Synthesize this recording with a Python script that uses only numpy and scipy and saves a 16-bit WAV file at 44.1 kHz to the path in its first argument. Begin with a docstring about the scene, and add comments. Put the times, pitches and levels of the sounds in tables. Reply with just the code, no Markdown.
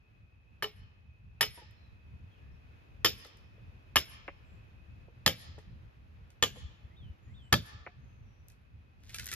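"""An open lawn by a picket fence and woods, two microphones near a log: a sledgehammer drives in a steel wedge.
Two setting taps and five full blows are shaped noise for the clank, with dying sines for steel, log and ground.
Falling sweeps and noise make the hammer knock on the log, noise ticks are chips and, at last, crackling bark.
Boots press the turf as low sines; fence and woods answer through scattered noise echoes.
Far off, filtered noise makes a low rumble, the hush of trees and a frog chorus; birds are gliding sines."""
import sys
import numpy as np
from scipy import signal
from scipy.fft import rfft, irfft, next_fast_len
from scipy.io import wavfile
from scipy.ndimage import uniform_filter1d, map_coordinates

SR = 44100
rng = np.random.default_rng(int(sys.argv[2]) if len(sys.argv) > 2 else 0)


def wav_record(signal):
    """Record a signal, one row per channel, as 16-bit PCM in the file named by sys.argv[1]."""
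    frames = np.transpose(np.atleast_2d(signal))
    bounded = np.clip(frames, -1, 1)
    # unit amplitude maps onto the largest positive 16-bit level
    quanta = np.round(bounded * 32767).astype(np.int16)
    wavfile.write(sys.argv[1], SR, quanta)


N = 412323

# spectrum of breaking bark: (frequency [Hz], level per Hz [dB])
BARK_SPECTRUM = [(100, -5), (400, -4), (900, -16.5), (1900, -12.5), (3500, 2.5), (6000, 1), (8500, -5.5),
                 (12000, -4.5), (15000, -28)]
# the bark starts to give, and is soon under full strain
STRAIN_START_S, STRAIN_RISE_S = 8.95, .17


def amp(db):
    """Decibels to gain."""
    return 10 ** (np.asarray(db) / 20)


def unit(x):
    """Scales to rms 1."""
    return x / np.sqrt(np.mean(x ** 2) + 1e-30)


def read(points, hz):
    """Reads a table on a log-frequency axis."""
    f, value = np.transpose(points)
    return np.interp(np.log(hz + 1), np.log(f + 1), value)


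def between(ends, share):
    """The value a share of the way from one end to the other."""
    return ends[0] + (ends[1] - ends[0]) * share


def curve(rows):
    """A level curve in dB over time as a gain for every sample."""
    return amp(np.interp(np.arange(N) / SR, *np.transpose(rows)))


def add(mix, s, sound):
    """Mixes a stereo sound in at time s."""
    part = mix[:, round(s * SR):][:, :sound.shape[-1]]
    part += sound[:, :part.shape[1]]


def delayed(sound, seconds):
    """A stereo sound moved later, cut to its old length."""
    return np.pad(sound, ((0, 0), (round(seconds * SR), 0)))[:, :sound.shape[1]]


def colour(x, db_at):
    """Zero-phase filter with a gain in dB given as a function of frequency."""
    size = next_fast_len(x.shape[-1])
    gain = amp(db_at(np.fft.rfftfreq(size, 1 / SR)))
    return irfft(rfft(x, size) * gain, size)[..., :x.shape[-1]]


def ports(x, count=3):
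    """Sound from the log reaches the left microphone a few samples early."""
    return np.array([x, np.pad(x, (count, 0))[:len(x)]])


def noise(size, db_at, alike):
    """Coloured stereo noise: a share comes straight from the log, the rest from all around."""
    straight = np.sqrt(alike) * ports(rng.standard_normal(size))
    around = np.sqrt(1 - alike) * rng.standard_normal((2, size))
    return unit(colour(straight + around, db_at))


def surround(shape):
    """White noise from all around, as the two microphones pick it up."""
    # left-right likeness of sound from all around: (frequency [Hz], correlation [-1 to 1])
    likeness = [(30, .4), (60, 0.6), (99, 0.65), (160, 0.8), (270, 0.36), (450, 0.16), (740, -0.5),
                (1220, -0.46), (2010, -0.1), (3330, 0.2), (5500, -0.06), (9080, 0.6)]
    size = next_fast_len(shape[1])
    left, other = rfft(rng.standard_normal((2, size)))
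    alike = np.clip(read(likeness, np.fft.rfftfreq(size, 1 / SR)), -1, 1)
    right = alike * left + np.sqrt(1 - alike ** 2) * other
    return irfft(np.array([left, right]), size)[:, :shape[1]]


def bands(x, centres):
    """Splits into overlapping bands that sum to the whole."""
    hz, spectrum = np.fft.rfftfreq(x.shape[-1], 1 / SR), rfft(x)
    hats = [list(zip(centres, hat)) for hat in np.eye(len(centres))]
    return [irfft(spectrum * read(hat, hz), x.shape[-1]) for hat in hats]


def fade(x, decays, t):
    """Each band builds up and dies away at its own speed."""
    parts = bands(x, [band[0] for band in decays])
    return sum(part * (1 - np.exp(-t / rise)) * amp(-60 * t / t60)
               for part, (_, rise, t60) in zip(parts, decays))


def ring(modes, t):
    """Dying sines, each met at its own random phase."""
    return sum(amp(db - 60 * t / t60) * np.sin(2 * np.pi * (hz * t + rng.random()))
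               for hz, db, t60 in modes)


def ring_around(modes, t, side_db):
    """Modes that radiate unevenly, so that each microphone meets them at its own level and phase."""
    return ports(ring(modes, t)) + amp(side_db) * np.array([[1], [-1]]) * ring(modes, t)


def swell(depth_db, rate_hz):
    """A random gain that wanders mostly slower than the given rate, by this rms depth."""
    drift = colour(rng.standard_normal(N), lambda hz: -20 * np.log10(1 + (hz / rate_hz) ** 2))
    return amp(depth_db * unit(drift))


def wash(db_at):
    """A steady coloured noise from all around, at rms 1."""
    return unit(colour(surround((2, N)), db_at))


def rumble(low_cut_hz=36):
    """Low outdoor noise whose level moves in lumps."""
    # (frequency [Hz], level per Hz [dB])
    rumble_spectrum = [(12, -45), (20, -20.5), (40, -3.5), (76, 2.5), (119, -3), (147, -11), (208, -14),
                       (340, -33), (400, -36.5), (520, -61), (880, -120)]
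    # it builds up early on, then roughly holds: (time [s], level [dB])
    rumble_level = [(0, -61), (2.2, -55), (6, -53.5), (9.3, -55.5)]
    low_cut = lambda hz: -10 * np.log10(1 + (low_cut_hz / (hz + 1)) ** 6)
    low = wash(lambda hz: read(rumble_spectrum, hz) + low_cut(hz))
    return low * curve(rumble_level) * swell(depth_db=3.5, rate_hz=6)


def breeze(hush_db=-73, swell_db=7, peak_s=3.1, rise_s=1.4, fall_s=6.5):
    """The gain of the trees' hush: one breeze comes up and slowly dies down."""
    t = np.arange(N) / SR - peak_s
    return amp(hush_db + swell_db * np.exp(-(t / np.where(t < 0, rise_s, fall_s)) ** 2))


def tree_hush():
    """The trees hush as broad noise that swells with the breeze."""
    # (frequency [Hz], level per Hz [dB])
    air_spectrum = [(150, -35.5), (250, -3.5), (429, -7.5), (538, -8), (1100, -11), (1700, -12.5),
                    (2240, -14.5), (2530, -12), (2810, -16.5), (6590, -33), (8550, -47.5), (11900, -34.5),
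                    (16000, -61)]
    return wash(lambda hz: read(air_spectrum, hz)) * breeze() * swell(depth_db=.8, rate_hz=4)


def frogs(centre_hz=2545, width_hz=60):
    """A far frog chorus, merged by distance into one narrow band of noise."""
    # the chorus holds, then thins out: (time [s], level [dB])
    chorus_level = [(0, -75.5), (4.9, -73), (5.9, -84), (9.3, -80.5)]
    band = lambda hz: -20 * np.log10(1 + ((hz - centre_hz) / width_hz) ** 2)
    return wash(band) * curve(chorus_level)


def rattle(modes, t, share=.55, width_hz=100, strike_db=1.2):
    """Steel chatters on steel and wood: each mode flutters into a narrow band, its level new every blow."""
    r = np.exp(-np.pi * width_hz / SR)
    sound = np.zeros(len(t))
    for hz, db, t60 in modes:
        # the first half of the filtered noise is run-in
        white = rng.standard_normal((2, 2 * len(t)))
        a, b = signal.lfilter([1], [1, -2 * r, r * r], white)[:, len(t):]
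        flutter = np.sqrt(1 - share) + np.sqrt(share / 2) * (unit(a) + 1j * unit(b))
        level = amp(db + strike_db * rng.standard_normal() - 60 * t / t60)
        sound += level * (flutter * np.exp(2j * np.pi * (hz * t + rng.random()))).real
    return sound


def uneven(x, count=260, ripple_db=4):
    """A crowd of weaker modes, different for every strike point, ripples the spectrum."""
    ripple = ripple_db * np.clip(rng.standard_normal(count), -2, 2)
    return colour(x, lambda hz: np.interp(hz, np.linspace(0, SR / 2, count), ripple))


def punch(t, hz=1750, length=.0007):
    """The head stops dead against the wedge and sends out one sharp swing of pressure."""
    return np.sin(2 * np.pi * hz * t) * t / length * np.exp(1 - t / length)


def glance(s, sound, gains_db):
    """Where the face lands lifts some regions of the blow and dulls others."""
    # centres of the regions that change with the strike point: (frequency [Hz])
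    glance_hz = (200, 780, 2300, 7600)
    # the regions between them, which do not: (frequency [Hz])
    steady_hz = (70, 430, 1400, 3100, 4800, 10500)
    shape = sorted(list(zip(glance_hz, gains_db)) + [(hz, 0) for hz in steady_hz])
    # the zero-phase filter also spreads ahead of the blow, so leave 20 ms of room
    lead = SR // 50
    padded = np.pad(sound, ((0, 0), (lead, 0)))
    return s - lead / SR, colour(padded, lambda hz: read(shape, hz))


def blow(row, depth):
    """The faces crack together and meet again as the wedge springs back; wedge, log and ground ring on."""
    # the dense clank of steel in wood: (frequency [Hz], level per Hz [dB])
    clank_spectrum = [(12, -51), (30, -22.5), (70, 4.5), (160, 1.5), (250, 0), (450, -2), (650, -1.5),
                      (900, -2.5), (1250, -5.5), (3200, -1.5), (4700, -2), (6000, -5.5), (7200, -4.5),
                      (8500, -27), (13300, -13), (14700, -62)]
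    # how the clank builds and dies: (frequency [Hz], rise [s], t60 [s])
    clank_decay = [(80, .002, 0.24), (350, .0018, 0.16), (1000, 0.0019, 0.12), (2630, 0.00035, 0.23),
                   (5440, 0.00022, 0.17), (12000, 0.00026, 0.15)]
    # the share of the clank that comes straight from the log: (frequency [Hz], share of power [0 to 1])
    direct_share = [(130, .9), (300, 0.4), (640, 0.45), (1400, 0.67), (3000, 0.87), (7000, 0.19),
                    (13000, 1)]
    # the thin edge of the wedge rings until the wood grips it: (frequency [Hz], level [dB], t60 [s])
    edge_modes = [(4990, -31, 0.13), (5150, -26.5, 0.19), (5250, -28, 0.18), (5640, -36, .14)]
    # the hammer head: (frequency [Hz], level [dB], t60 [s])
    hammer_modes = [(3160, -35, 0.09), (3350, -35, .05), (3570, -34, 0.14), (7140, -34, 0.1),
                    (8560, -45, .06), (9830, -34, 0.03), (9873, -34, 0.13), (11330, -33, .08),
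                    (13020, -38, 0.1), (13905, -38, 0.16)]
    # the wedge bends, all modes shifted together by the wood's grip:
    # (multiple of the bending pitch [ratio], level [dB], t60 [s])
    wedge_modes = [(.5, -34.5, 0.037), (0.669, -29, 0.062), (.74, -28.5, 0.045), (.975, -23, 0.043),
                   (1.019, -26, 0.04), (0.587, -36, .06), (1.22, -29, 0.056), (1.36, -28.5, 0.045),
                   (1.511, -31, 0.038)]
    clank_db, crack_db, punch_db, clang_db, log_db = -24, -19, -16, -23, -30
    clang_t60, log_rise_s, build_s, side_db = .052, .004, .00046, -8
    # the log bounces on the soil
    ground_hz, ground_t60 = 78.5, .23

    s, force_db, delay, rebound_db, clang_hz, partner_hz, clang_ring_db, bend_hz, bend_db = row[:9]
    log_hz, log_ring_db, log_t60, hammer_db, ground_db, edge_db, square_db, *gains_db = row[9:]
    t = np.arange(SR // 2) / SR

    # pairs are (wedge just set, wedge fully driven): the deeper it sits, the more log and ground
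    # take up the blow, the longer the faces stay together and the duller the treble
    thud_db, wood_db = between((-5, 10.5), depth), between((0.5, 10), depth)
    contact_s = between((0.00052, 0.0064), depth)
    # every dB of force adds one dB of treble
    bright_db = between((4, -4), depth) + force_db
    tone = [(130, thud_db), (500, wood_db), (900, 0.0012), (3000, 0.012), (7000, bright_db)]
    spectrum = lambda hz: read(clank_spectrum, hz) + read(tone, hz)
    share = lambda hz: np.clip(read(direct_share, hz), .01, .99)

    straight = colour(ports(rng.standard_normal(len(t))), lambda hz: 10 * np.log10(share(hz)))
    around = colour(rng.standard_normal((2, len(t))), lambda hz: 10 * np.log10(1 - share(hz)))
    # the heavy log and the soil get moving later than the steel
    clank = fade(unit(uneven(colour(straight + around, spectrum))), clank_decay, t)

    again = 1 - np.exp(-np.maximum(t - delay, 0) / build_s)
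    contacts = np.exp(-(t / contact_s) ** 4)
    contacts = contacts + amp(rebound_db) * again * np.exp(-((t - delay) / contact_s) ** 4)
    crack_spectrum = lambda hz: spectrum(hz) + read([(200, -20.0), (1000, 8.5)], hz)
    crack = noise(len(t), crack_spectrum, alike=0.92) * contacts

    def twice(sound, db):
        """The rebound sets the same modes ringing afresh."""
        return sound() + amp(rebound_db + db) * again * delayed(sound(), delay)

    def bending():
        """The wedge bends."""
        return ring_around([(k * bend_hz, db + bend_db, t60) for k, db, t60 in wedge_modes], t, side_db)

    def clang():
        """Two strong wedge modes chatter."""
        pair = [(clang_hz, 0, clang_t60), (partner_hz, -2, clang_t60)]
        return ports(amp(clang_db + clang_ring_db) * rattle(pair, t))

    def log():
        """The log rings at its own pitch."""
        mode = [(log_hz, log_db + log_ring_db, log_t60)]
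        return ring_around(mode, t, side_db) * (1 - np.exp(-t / log_rise_s))

    head_and_edge = ports(amp(hammer_db) * rattle(hammer_modes, t) + amp(edge_db) * rattle(edge_modes, t))
    steel = head_and_edge + twice(bending, db=-3.5) + twice(clang, db=4)
    metal = (amp(crack_db) * crack + steel) * (1 - np.exp(-t / build_s))
    metal = metal + amp(punch_db + square_db) * ports(punch(t))
    ground = ports(ring([(ground_hz, ground_db, ground_t60)], t) * (1 - np.exp(-t * ground_hz)))
    whole = amp(clank_db) * clank + metal + twice(log, db=2.5) + ground
    return glance(s, amp(force_db) * whole, gains_db)


def blows():
    """Each blow sinks the wedge into the log in step with its force."""
    # (time [s], force [dB], rebound delay [s], rebound [dB], wedge clang [Hz], its partner [Hz],
    #  clang [dB], wedge bending [Hz], bending [dB], log pitch [Hz], log ring [dB], log t60 [s],
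    #  hammer ring [dB], ground thud [dB], edge ring [dB], punch [dB],
    #  bass [dB], low middle [dB], high middle [dB], treble [dB]); levels are relative
    blow_rows = [(0.6241, -10.5, 0.017, 1.5, 2990, 3040, 0, 1790, 1.5, 424, 2.5, .13, -1.5, -57, -4.5, 4.5, -0.5, 5.5, -2, -4),
                 (1.409, -3, 0.019, 0, 3024, 3010, -1, 1870, 0, 431.6, -2, 0.11, 7, -59, 4.5, 1, 0, 6, 3.5, -4),
                 (3.0462, 2.5, .013, -3.5, 3040, 3120, -1.5, 1819, 0, 412, -9, .1, 0, -51, -2, -6, -3.5, -3, -1.5, -4),
                 (3.9579, -1.5, 0.0091, 0.5, 2928, 3185, 6, 1760, 3.5, 380, -12.5, .06, 5, -45.5, -1, -4.5, -3, 2, 1.5, -1.5),
                 (5.2619, 2, 0.014, -3, 3076, 3236, -1.5, 1765, -7.5, 410.5, -4, .06, 2.5, -45, -10, -10.5, -2, 1.5, 1.5, -2.5),
                 (6.4248, -2, .011, -7.5, 3047, 3363, 8, 1792, 4.5, 497, 17, 0.033, -2.5, -49.5, -34, -7, -1, 0, -2, 8),
                 (7.5258, 2.5, .012, -4, 3353, 3203, -3, 1761, 8, 236.5, -12.5, 0.17, -4, -32.5, -20, -16.5, 4, -2, -7.5, -3)]
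    sunk = np.cumsum([amp(row[1]) for row in blow_rows])
    return [blow(row, depth) for row, depth in zip(blow_rows, sunk / sunk[-1])]


def sway(x, count=3, sway_s=.00015, sway_hz=40, gap_s=.013):
    """Moving air makes each path of the far echo wander on its own, which blurs its ringing tones."""
    out = np.zeros_like(x)
    for path in range(count):
        drift = colour(rng.standard_normal(N), lambda hz: -10 * np.log10(1 + (hz / sway_hz) ** 6))
        at = np.arange(N) + SR * (sway_s * unit(drift) - gap_s * (path - 1))
        out += [map_coordinates(side, [at], order=2) for side in x]
    return out / np.sqrt(count)


def yard(dry):
    """Scatter from the lawn, a bright slap from the picket fence, and the slow answer of the woods."""
    # the slap from the pickets: (frequency [Hz], level [dB])
    fence_tone = [(3000, -9.5), (6000, -10), (10000, 11), (14000, -4.5)]
    # the echo from the woods: (frequency [Hz], level [dB])
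    woods_tone = [(100, -16.5), (400, -3), (1000, 0), (1750, -3), (2400, 1.5), (3100, -3.5), (4000, 0.5),
                  (7000, -4.5), (10000, -10), (13500, -24)]
    # how that echo dies away: (frequency [Hz], t60 [s])
    woods_decay = [(200, 1), (1000, 1), (2600, .85), (5500, .65), (10000, .25)]
    near_db, near_t60 = -20, .069
    fence_db, fence_delay_s, fence_spread_s = -35, .13, .054
    slap_db, slap_s = -3, .01
    woods_db, woods_delay_s = -27.0, .16

    t = np.arange(SR) / SR
    scatter = lambda envelope: unit(surround((2, SR)) * envelope) / np.sqrt(SR)
    near = scatter(amp(-60 * t / near_t60) * (t > .012))
    fence = scatter(np.exp(-((t - fence_delay_s) / fence_spread_s) ** 2))
    slap = scatter((t > fence_delay_s) * np.exp(-abs(t - fence_delay_s) / slap_s))
    fence = colour(fence + amp(slap_db) * slap, lambda hz: read(fence_tone, hz))

    build_up = np.minimum(t / woods_delay_s, 1) ** 2
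    trees = bands(scatter(build_up), [band[0] for band in woods_decay])
    late = np.maximum(t - woods_delay_s, 0)
    woods = sum(part * amp(-60 * late / t60) for part, (_, t60) in zip(trees, woods_decay))
    woods = colour(unit(woods) / np.sqrt(SR), lambda hz: read(woods_tone, hz))

    echo = lambda response: signal.fftconvolve(dry, response, axes=1)[:, :N]
    return echo(amp(near_db) * near + amp(fence_db) * fence) + sway(echo(amp(woods_db) * woods))


def knock(s, db, hz, ring_db, top_hz):
    """Hammer on wood, an edge then flat; high bending waves outrun low ones, so each contact falls in pitch."""
    # (frequency [Hz], level per Hz [dB])
    thump_spectrum = [(60, -8.5), (200, -11.5), (450, 1.5), (900, -10.5), (1500, -11), (2400, -8.5),
                      (6000, -51)]
    # the treble comes first: (frequency [Hz], rise [s], t60 [s])
    thump_decay = [(90.5, 0.0045, 0.042), (500, 0.0025, 0.049), (1310, 0.0016, 0.037),
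                   (2518, 0.00011, 0.091)]
    # the log rings under a knock: (multiple of its pitch [ratio], level [dB], t60 [s])
    log_modes = [(.55, -3.5, .06), (.72, -3.5, .045), (1, 6.5, 0.09), (1.6, -3.5, .04), (2.299, -3, 0.0346)]
    level_db, thump_db, sweep_db = 1, -2, -3
    # the sweep of the hardest knock starts at hardest_hz; softer ones start lower
    hardest_hz, sweep_end_hz = 2700, 420
    # how fast the pitch falls, and how long the contact sounds
    sweep_s, sweep_hold_s = .004, .008
    # the head settles onto its face just after it lands
    again_s, again_db = .0072, -4

    t = np.arange(SR // 4) / SR
    hardness = min(top_hz / hardest_hz, 1)
    falling_hz = sweep_end_hz + (hardness * hardest_hz - sweep_end_hz) * np.exp(-t / sweep_s)
    sweep = np.sin(2 * np.pi * np.cumsum(falling_hz) / SR)
    sweep = sweep * np.exp(-(t / sweep_hold_s) ** 2) * (1 - np.exp(-t * top_hz))
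    spectrum = lambda f: read(thump_spectrum, f) - 10 * np.log10(1 + (f / top_hz) ** 10)

    def contact():
        """One edge or face meets the wood."""
        thump = fade(noise(len(t), spectrum, alike=0.47), thump_decay, t)
        return amp(sweep_db) * hardness * ports(sweep) + amp(thump_db) * thump

    body = ring([(k * hz, ring_db + mode_db, t60) for k, mode_db, t60 in log_modes], t)
    body = body * (1 - np.exp(-t * hz * hardness ** 2 / 2))
    settling = amp(again_db) * delayed(contact(), again_s)
    return s, amp(db + level_db) * (contact() + settling + ports(body))


def knocks(soft_top_hz=874, soft_db=-51, db_per_octave=8.5):
    """The hammer head comes down on the log after a blow; a harder knock reaches higher in pitch."""
    # (time [s], level [dB], pitch [Hz], ring [dB]); levels are relative
    knock_rows = [(1.575, -48, 945, -1.5), (1.615, -52, 854, 2), (3.249, -48.5, 555, -8),
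                  (3.58, -54.5, 410, -4.5), (4.2789, -35.5, 558.8, -13.5), (5.079, -51, 481.3, -5),
                  (5.5791, -46.5, 435, -9), (6.559, -47, 497, 1), (7.8642, -38, 718, -10.5)]
    top_hz = lambda db: soft_top_hz * 2 ** ((db - soft_db) / db_per_octave)
    return [knock(s, db, hz, ring_db, top_hz(db)) for s, db, hz, ring_db in knock_rows]


def snap(s, db, tilt):
    """A dry fibre breaks and tears a little further; the duller, larger pieces ring and shake neighbours."""
    level_db, break_t60 = 1, .0052
    tear_db, tear_s = -5, .0027
    scatter_db, scatter_t60 = -13, .19
    piece_hz, piece_db, piece_t60 = 2100, -12, .081
    t = np.arange(SR // 8) / SR
    tick = noise(len(t), lambda hz: read(BARK_SPECTRUM, hz) + tilt * np.log2(hz / 1000 + 1), alike=0.52)
    after = t - tear_s * rng.uniform(.5, 1.5)
    tear = (after > 0) * amp(tear_db - tilt - 60 * abs(after) / break_t60)
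    breaks = amp(-60 * t / break_t60) + tear
    neighbours = amp(scatter_db - tilt - 60 * t / scatter_t60)
    modes = [(piece_hz * rng.lognormal(0, 0.24), piece_db - 2 * tilt, piece_t60) for _ in range(6)]
    return s, amp(db + level_db) * (tick * (breaks + neighbours) + ports(ring(modes, t)))


def snaps():
    """Chips land, and later come the loudest snaps of bark."""
    # (time [s], level [dB], brightness [dB per octave]); levels are relative
    snap_rows = [(1.71, -61, 12), (3.248, -49.5, -0.5), (3.268, -55, 5), (3.371, -58.5, 5),
                 (5.586, -57, -1), (6.304, -57.5, 3), (8.4844, -48, 10), (8.5, -54.5, 4), (8.52, -62, 4),
                 (9.045, -78, 7), (9.0941, -47.5, -1), (9.124, -54, 12), (9.145, -33, 2),
                 (9.1564, -40.5, 5), (9.164, -42, 5), (9.185, -37, 0.5), (9.196, -35, 0.5),
                 (9.244, -38.5, 9), (9.2581, -31, 15), (9.268, -33, 10), (9.288, -37.5, 1), (9.306, -44, 6),
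                 (9.316, -32.5, 2.5), (9.327, -31.5, 0), (9.338, -29, 11)]
    return [snap(*row) for row in snap_rows]


def whistle(row, waver=0.00566, flutter_db=2, echo_db=-7, echo_t60=0.17, hook_s=.012, glide_s=.06):
    """A far bird moves from start to top pitch, slides to its end pitch and fades; the trees scatter it."""
    s, length, db, start_hz, top_hz, end_hz, peak = row
    t = np.arange(int(length * SR)) / SR
    wobble = lambda: unit(uniform_filter1d(rng.standard_normal(len(t)), size=200))
    hook = start_hz + (top_hz - start_hz) * t / hook_s
    slide = end_hz + (top_hz - end_hz) * np.exp(-((t - hook_s) / glide_s) ** 2)
    hz = np.where(t < hook_s, hook, slide) * (1 + waver * wobble())
    # warped so that it is loudest at the peak's share of the length
    arch = np.sin(np.pi * (t / length) ** (np.log(.5) / np.log(peak)))
    note = amp(db + flutter_db * wobble()) * np.sqrt(arch) * np.sin(2 * np.pi * np.cumsum(hz) / SR)

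    late = np.arange(SR // 3) / SR
    trees = unit(rng.standard_normal((2, len(late))) * amp(-60 * late / echo_t60)) / np.sqrt(len(late))
    direct = ports(1. * (late == 0))
    response = (direct + amp(echo_db) * trees) / np.hypot(1, amp(echo_db))
    return s, signal.fftconvolve(note[None], response, axes=1)


def birds():
    """Thin calls from deep in the woods, more echo than note; one bird sings a two-note phrase twice."""
    # thin calls: (time [s], length [s], level [dB], start [Hz], end [Hz])
    thin_rows = [(1.75, .16, -73, 4150, 3950), (2.3, .12, -74, 3250, 2650), (2.39, .13, -72, 1700, 1780),
                 (2.51, .05, -78, 5450, 4500), (4.44, .15, -82, 7500, 7350), (7.222, .07, -79, 6800, 6550),
                 (7.295, .07, -81, 7450, 7350), (7.42, .07, -75, 7550, 8100), (7.98, .24, -82, 6400, 6300),
                 (8.22, .26, -81, 5870, 5800)]
    # when the phrase is sung: (time [s], level [dB])
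    phrase_rows = [(6.874, -63.5), (7.255, -64)]
    # a rising note, then a long falling whistle: (delay [s], length [s], relative level [dB],
    #  start [Hz], top [Hz], end [Hz], loudest point [share of length])
    phrase_notes = [(0, .08, -6, 1800, 1850, 2350, .65), (.086, .18, 0, 3200, 3720, 2950, .16)]
    calls = [(s, length, db, hz, hz, end_hz, .35) for s, length, db, hz, end_hz in thin_rows]
    far = [whistle(call, waver=.018, echo_db=7, echo_t60=.3) for call in calls]
    song = [(s + delay, length, db + note_db, *shape)
            for s, db in phrase_rows for delay, length, note_db, *shape in phrase_notes]
    return far + [whistle(note) for note in song]


def step(s, db, hz, rise=0.0167, side_db=-12):
    """A boot presses into soft turf: a short low bump."""
    t = np.arange(SR // 8) / SR
    press = (t / rise * np.exp(1 - t / rise)) ** 3
    return s, press * ring_around([(hz, db, 1)], t, side_db)


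def steps():
    """Boots shift on the turf."""
    # (time [s], level [dB], pitch [Hz])
    step_rows = [(6.638, -35, 68.7), (6.834, -38.5, 71.7), (7.093, -39.5, 82.5), (7.97, -46, 132.7)]
    return [step(*row) for row in step_rows]


def strain(level_db, rise_db_per_s):
    """The gain of the giving bark: it comes in quickly, then goes on getting louder."""
    t = np.maximum(np.arange(N) / SR - STRAIN_START_S, 0)
    return np.minimum(t / STRAIN_RISE_S, 1) ** 2 * amp(level_db + rise_db_per_s * t)


def crackle(per_second=1000, spread_db=6, fibre_hz=2200, fibre_t60=0.024):
    """Small fibres of bark give way in clumps as the strain grows; each rings for a moment."""
    clicks_db, fibre_db, fizz_db = -3, -7, -7
    spectrum = lambda hz: read(BARK_SPECTRUM, hz)
    sizes = amp(spread_db * np.minimum(rng.exponential(1, N), 4)) * rng.standard_normal(N)
    clicks = ports(sizes * (rng.random(N) < per_second / SR))
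    modes = [(fibre_hz * rng.lognormal(0, 0.264), 0, fibre_t60) for _ in range(8)]
    fibre = ring(modes, np.arange(SR // 20) / SR)
    fibres = unit(signal.oaconvolve(clicks, fibre[None])[:, :N])
    fizz = noise(N, spectrum, alike=0.24)
    bark = amp(clicks_db) * unit(colour(clicks, spectrum)) + amp(fibre_db) * fibres + amp(fizz_db) * fizz
    clumps = swell(depth_db=3, rate_hz=50)
    return strain(level_db=-66, rise_db_per_s=27) * clumps * bark


def scrape():
    """The slab of bark drags over the wood as it peels, catching and slipping."""
    # (frequency [Hz], level per Hz [dB])
    drag_spectrum = [(150, -18), (600, -10), (1300, -6.5), (2800, 1), (7000, -4), (10000, -20)]
    catches = swell(depth_db=4.5, rate_hz=250)
    drag = noise(N, lambda hz: read(drag_spectrum, hz), alike=1.0)
    return strain(level_db=-67, rise_db_per_s=25) * catches * drag


def scene():
    """All the work at the log and the birds, with the yard's echoes and the far background."""
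    background = rumble() + tree_hush() + frogs()
    dry = crackle() + scrape()
    for s, sound in blows() + knocks() + snaps() + birds() + steps():
        add(dry, s, sound)
    return background + dry + yard(dry)


def record(dry, ceiling=.5, cutoff_hz=15100):
    """The loudest peaks are rounded off; then the recorder's band limit."""
    lowpass = signal.firwin(255, cutoff_hz, window=("kaiser", 9), fs=SR)
    rounded = dry / (1 + (dry / ceiling) ** 4) ** (1 / 4)
    return signal.oaconvolve(rounded, lowpass[None], "same", axes=1)


dry = scene()
out = record(dry)
wav_record(out)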